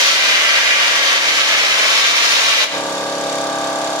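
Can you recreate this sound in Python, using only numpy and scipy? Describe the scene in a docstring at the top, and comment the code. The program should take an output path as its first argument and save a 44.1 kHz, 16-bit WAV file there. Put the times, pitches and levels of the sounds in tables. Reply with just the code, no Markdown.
"""A loud hiss of air blasts from a spray gun in a workshop, then stops and dies away in the room.
The hiss is rushing compressed air, cut off when the trigger is let go. Behind it a piston compressor
thrums all the while: its pump hums, its valve puffs once a turn and rings the metal, its fan whooshes.
A phone's gain control holds everything down during the blast and lets the compressor swell just after."""
import sys
import numpy as np
from scipy import signal
from scipy.fft import rfft, irfft
from scipy.io import wavfile
from scipy.ndimage import uniform_filter1d, minimum_filter1d, map_coordinates

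SR = 44100
rng = np.random.default_rng(int(sys.argv[2]) if len(sys.argv) > 2 else 0)


def inscribe(sig):
    """Save sig as 16-bit PCM at rate SR to the path in sys.argv[1].

    A 1-D sig is mono; a 2-D sig holds one channel per row.
    Samples are clipped to [-1, 1] before scaling.
    """
    pcm = np.round(np.clip(np.atleast_2d(sig).T, -1, 1) * 32767)
    wavfile.write(sys.argv[1], SR, pcm.astype(np.int16))


N = 176400

# Speed of the compressor's shaft: time_s, turns_per_s
SHAFT_SPEED = [(0, 34.7), (1.2, 34.66), (1.6, 34.5), (2.4, 34.5), (2.9, 34.68), (3.25, 34.82),
               (3.55, 34.68), (4, 34.62)]
# Tone colour of the cooling fan and motor: pitch_hz, level_db
FAN_COLOUR = [(25, -35), (110, -7), (300, -3), (600, 9), (1200, 0.5), (1900, 0.5), (2800, 0.5), (3700, 4),
              (5200, 0.5), (7600, -1.5), (8400, -10.5), (9800, -10.5), (15500, -27.5)]
# How alike the machine sounds left and right: pitch_hz, likeness (1 = the same)
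MACHINE_LIKENESS = [(100, 0.98), (650, 0.9), (1100, 0.46), (1500, 0.35), (3500, -0.24), (8000, 0.25)]
# Narrow notches the phone leaves in the treble of the whoosh and puffs: pitch_hz, width_hz, depth_db
TREBLE_NOTCHES = [(4020, 90, 5), (6560, 110, 5), (7260, 150, 12), (8080, 200, 22), (9350, 140, 8),
                  (12350, 250, 10)]
# Loudness of the valve's puffs at the moving phone: time_s, level_db
PUFF_LEVEL = [(0, -34), (3, -34.5), (3.33, -31), (4, -32.5)]
# Pitches at which the cylinder head rings: pitch_hz, width_hz, level_db
HEAD_RINGS = [(2140, 240, -4), (3680, 190, 3.5), (4560, 130, 1), (6060, 170, 0), (6930, 170, 2),
              (7650, 150, 1.5), (9000, 140, -4), (9800, 220, -10), (10700, 180, -16)]
# Tones of the pump and tank: cycles_per_turn, level_db
PUMP_TONES = [(2, -32), (3, -27), (4, -22), (5, -14), (6, -19), (7, -18), (8, -7), (9, -5), (10, -23),
              (11, -13), (12, -18), (13, -10), (14, -10), (15, -12), (16, 0), (17, -7), (18, -4), (19, 0),
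              (20, -4), (21, -14), (22, -9), (23, -2), (24, -11), (25, -14), (26, -9), (27, -7), (28, -16),
              (29, -14), (30, -19), (31, -15), (32, -13), (33, -8), (34, -3), (35, -17), (36, -15),
              (37, -21), (38, -20), (39, -22), (40, -20), (41, -19), (42, -20), (43, -16), (44, -13),
              (45, -20), (46, -21), (47, -9), (48, -14)]
# Loudness of the pump's hum by band, with a quick swell as the gain control lets go:
# time_s, then change_db for each of PUMP_BANDS_HZ
HUM_LOUDNESS = [(0, -.5, 3, 1, 0, 0), (1.4, -4.2, -3, -6, -2, -1), (2.71, -4, 0, -4, -2, -.5),
                (2.735, 0, 2.5, -5, .5, .5), (3.05, -.5, 1.5, -6, -.5, 0), (3.3, 0, 1, -1, -.8, -1.5),
                (3.55, 0, -1, 0, 1, 3.5), (3.8, -.5, -2, 2, 1.5, 3), (4, -1.5, -4.5, 3, 0, 2)]
# One soft piston thump and three harder knocks in each turn: place_turns, strength_db, top_hz
PISTON_KNOCKS = [(.11, 0, 2000), (.38, -1, 2000), (.64, 7, 420), (.85, -2.5, 2000)]
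# The room's share of the hiss, less as the gun nears the phone: time_s, level_db
ROOM_SHARE = [(0, -2.5), (.9, -3), (1.3, -14), (2, -6.5), (2.6, -5.5)]
# Echoes of the jet off nearby surfaces: delay_s, level_db
NEAR_ECHOES = [(.0007, -19), (.0021, -17), (.0046, -11)]
# Tone colour of the air jet: pitch_hz, level_db
JET_COLOUR = [(40, -51), (120, -36.5), (280, -25.5), (400, -21), (540, -8), (850, -11), (1150, -3.5),
              (1400, -6.5), (2000, -2), (2800, -2), (3800, -4), (4600, -6.5), (6000, -8.5), (7300, -15),
              (8100, -23.5), (10000, -23.5), (12500, -28.5), (15500, -37)]
# Rings of the gun's air cap and passages, and a hollow between them: pitch_hz, width_hz, lift_db
GUN_RINGS = [(1610, 90, 3.5), (2030, 130, 4), (2350, 130, 3.8), (2680, 130, -1.5), (3150, 130, 2.2),
             (3680, 200, 2.2)]
# How alike the jet sounds left and right: pitch_hz, likeness (1 = the same)
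JET_LIKENESS = [(250, 0.66), (700, 1), (1200, 0.52), (3000, 0.45), (6000, 0.12), (12000, 0.083)]
# The jet's lean to the left: pitch_hz, left_minus_right_db
JET_LEAN = [(400, 11), (1000, 2), (2200, -0.7), (5000, 0.8), (8500, 3), (14000, 0.5)]
# Changing colour as the gun is moved about: time_s, then change_db for each of JET_BANDS_HZ
JET_AIM = [(0, 2.5, 2.5, 4, 6), (.1, 2, 2, 5, 6), (.2, -.5, 0, 0, .8), (.36, 0, 2.8, .6, .6),
           (.5, 2, 5, .9, 1.8), (.76, .8, 4.8, -.2, .9), (.95, -.3, .8, -.3, 0), (1.15, -.8, .3, 0, -.2),
           (1.24, -4.3, -2.6, -3.6, -4), (1.36, -2, -1.2, -1.3, -1.8), (1.58, 0, 1.2, 0, -.3),
           (1.74, -.5, -.5, -.7, -.3), (1.9, 1.5, .6, 1, 1), (2.06, 1.7, 1.5, 3, 3.4),
           (2.14, -.3, -1.3, .7, 1.7), (2.25, 1.7, 1.2, 2.6, 2.9), (2.62, .3, -.3, 1, .5)]

PUMP_BANDS_HZ, JET_BANDS_HZ = (310, 555, 660, 900, 1630), (1050, 2200, 3500, 5800)
START_TURNS_PER_S = SHAFT_SPEED[0][1]
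PITCHES_HZ = np.arange(N // 2 + 1) * SR / N  # every pitch a filter can turn up or down


def gain(db):
    """Turn decibels into a number to multiply by."""
    return 10 ** (np.asarray(db) / 20)


def set_level(sound, db):
    """Scale a sound to an average (rms) level."""
    return sound * gain(db) / np.sqrt(np.mean(sound ** 2))


def over_time(table, column=1):
    """Read a column of a timed table at every sample."""
    rows = np.array(table, float)
    return np.interp(np.arange(N) / SR, rows[:, 0], rows[:, column])


def at_pitch(table, hz):
    """Read a table at a pitch, with octaves evenly spaced."""
    rows = np.array(table, float)
    return np.interp(np.log(hz + 1), np.log(rows[:, 0]), rows[:, 1])


def band_share(centres_hz, band, hz):
    """How much of a pitch belongs to the given band."""
    return at_pitch([(centre, float(k == band)) for k, centre in enumerate(centres_hz)], hz)


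def bumps(table):
    """Bell-shaped bumps in decibels across all pitches."""
    return sum(db * np.exp(-((PITCHES_HZ - hz) / width) ** 2) for hz, width, db in table)


def filtered(sound, gains):
    """Give each pitch in a sound its own gain."""
    return irfft(rfft(sound) * gains, N)


def drift(rate_hz):
    """A smooth random wobble of typical size 1."""
    slow_only = np.exp(-(PITCHES_HZ / rate_hz) ** 2) * (PITCHES_HZ > 0)
    return set_level(filtered(rng.standard_normal(N), slow_only), 0)


def rushing_air(colour, likeness):
    """Stereo noise: one part both sides share, one part that sets them apart."""
    alike = np.clip(at_pitch(likeness, PITCHES_HZ), -.99, .99)
    gains = gain(at_pitch(colour, PITCHES_HZ)) * np.sqrt([1 + alike, 1 - alike])
    shared, apart = filtered(rng.standard_normal((2, N)), gains)
    return set_level(np.array([shared + apart, shared - apart]), 0)


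def cooling_fan():
    """The fan and motor make a steady whoosh."""
    return gain(-26.5) * rushing_air(FAN_COLOUR, MACHINE_LIKENESS)


def valve(turns, opens_at_turns=.01, rise_s=.0028, fall_s=.005, scatter_db=.7):
    """One puff of air a turn, never quite equally strong, rings the cylinder head."""
    puff_count = turns - opens_at_turns + 1
    age_s = (puff_count % 1) / START_TURNS_PER_S
    strength = gain(scatter_db * rng.standard_normal(256))[puff_count.astype(int)]
    swell = (1 - np.exp(-(age_s / rise_s) ** 2)) * np.exp(-age_s / fall_s)
    puffs = strength * swell * rng.standard_normal((2, N))
    head = sum(gain(db) / (1 + 1j * (PITCHES_HZ - hz) / width) ** 2 for hz, width, db in HEAD_RINGS)
    return set_level(filtered(puffs, head), 0) * gain(over_time(PUFF_LEVEL))


def pump(turns, ring_hz=640, sharpness=2.2, waver_db=1.2):
    """Piston knocks ring the pump and tank: a hum made of many gently wavering tones."""
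    places, strengths_db, tops_hz = np.array(PISTON_KNOCKS).T
    bands_db = [over_time(HUM_LOUDNESS, k + 1) for k in range(len(PUMP_BANDS_HZ))]
    hum = 0
    for cycles, db in PUMP_TONES:
        hz = cycles * START_TURNS_PER_S
        # The knocks and the ring set where in its cycle each tone starts.
        ring = 1 / (1 + 1j * sharpness * (hz / ring_hz - ring_hz / hz))
        knocks = gain(strengths_db) / (1 + (hz / tops_hz) ** 4)
        start = np.angle(ring ** 2 * np.sum(knocks * np.exp(-2j * np.pi * cycles * places)))
        blur = (.5 + .0008 * hz) * rng.standard_normal()  # high tones line up less neatly
        angle = 2 * np.pi * cycles * turns + start + blur
        spread = np.arccos(at_pitch(MACHINE_LIKENESS, hz)) * rng.choice([-1, 1]) / 2
        tone = np.cos([angle + spread, angle - spread])  # left, right
        change_db = sum(band * band_share(PUMP_BANDS_HZ, k, hz) for k, band in enumerate(bands_db))
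        hum = hum + gain(db + change_db + waver_db * drift(rate_hz=1.2)) * tone
    return set_level(hum, db=-22.5)


def compressor(speed_wobble=.0012, waver_db=.48):
    """Pump and valve follow one slightly unsteady shaft while the fan blows."""
    turns_per_s = over_time(SHAFT_SPEED) * (1 + speed_wobble * drift(rate_hz=15))
    turns = np.cumsum(turns_per_s) / SR
    air = (valve(turns) + cooling_fan()) * gain(waver_db * drift(rate_hz=5.9))
    return pump(turns) + filtered(air, gain(-bumps(TREBLE_NOTCHES)))


def workshop_echo(sound, build_s=.0031, low_fade_s=.49, treble_fade_s=.36, split_hz=5000):
    """The room rings on, dropping 60 dB in each fade time; its treble dies sooner."""
    t = np.arange(SR) / SR
    noise = rng.standard_normal((2, SR))
    low = signal.sosfiltfilt(signal.butter(2, split_hz, fs=SR, output="sos"), noise)
    parts = (low, low_fade_s), (noise - low, treble_fade_s)
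    tail = sum(part * gain(-60 * t / fade_s) / np.sqrt(fade_s) for part, fade_s in parts)
    tail *= 1 - np.exp(-t / build_s)
    tail /= np.sqrt(np.sum(tail ** 2, axis=1, keepdims=True))
    with_lead_in = np.hstack([sound[:, SR:0:-1], sound])  # the room starts out full of sound
    return signal.fftconvolve(with_lead_in, tail, axes=1)[:, SR:SR + N]


def add_near_echoes(sound, delay_wobble=.0654):
    """Echoes off nearby surfaces shift as the hands move, giving a hollow, changing colour."""
    mix = sound
    for delay_s, db in NEAR_ECHOES:
        read_at = np.arange(N) - delay_s * SR * (1 + delay_wobble * drift(rate_hz=.94))
        echo = np.array([map_coordinates(side, [read_at], order=3, mode="mirror") for side in sound])
        mix = mix + gain(db) * echo
    return set_level(mix, 0)


def spray_gun(stop_s=2.642, shut_s=.009, base_db=-4.5, flutter_db=.55, sputter_db=.8, flicker_db=.65):
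    """Swirling air hisses, flutters and changes colour with the aim, until the trigger is let go."""
    hiss = filtered(rushing_air(JET_COLOUR, JET_LIKENESS), gain(bumps(GUN_RINGS)))
    hiss = add_near_echoes(hiss)
    jet = 0
    for k in range(len(JET_BANDS_HZ)):
        band = filtered(hiss, band_share(JET_BANDS_HZ, k, PITCHES_HZ))
        jet = jet + band * gain(over_time(JET_AIM, k + 1) + flicker_db * drift(rate_hz=18))
    flow = np.exp(-np.maximum(np.arange(N) / SR - stop_s, 0) / shut_s)
    jet *= flow * gain(base_db + flutter_db * drift(rate_hz=14) + sputter_db * drift(rate_hz=350))
    in_room = jet + gain(over_time(ROOM_SHARE)) * workshop_echo(jet)
    lean_db = at_pitch(JET_LEAN, PITCHES_HZ) / 2
    delays_s = [.00019, 0]  # the hiss reaches the right microphone first
    arrival = np.exp(-2j * np.pi * np.outer(delays_s, PITCHES_HZ))
    return filtered(in_room, gain([lean_db, -lean_db]) * arrival)


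def scene():
    """The air blast over the running compressor."""
    return spray_gun() + compressor()


def record(dry, limit_db=-15, ratio=4.5, sense_s=.018, hold_s=.058, recover_s=.014, top_hz=15700):
    """Gain control turns loud sound down, waits, then lets go quickly; the highest treble is cut."""
    power = uniform_filter1d(np.mean(dry ** 2, axis=0), int(sense_s * SR))
    loudness_db = 10 * np.log10(power + 1e-12)
    change_db = np.minimum(limit_db - loudness_db, 0) * (1 - 1 / ratio)
    half_hold, half_recover = int(hold_s * SR / 2), int(recover_s * SR / 2)
    held_db = minimum_filter1d(change_db, 2 * half_hold + 1, origin=half_hold)
    smooth_db = uniform_filter1d(held_db, 2 * half_recover + 1, origin=half_recover)
    treble_cut = signal.ellip(10, .1, 80, top_hz, fs=SR, output="sos")
    return np.clip(signal.sosfilt(treble_cut, dry * gain(smooth_db)), -1, 1)


dry = scene()
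out = record(dry)
inscribe(out)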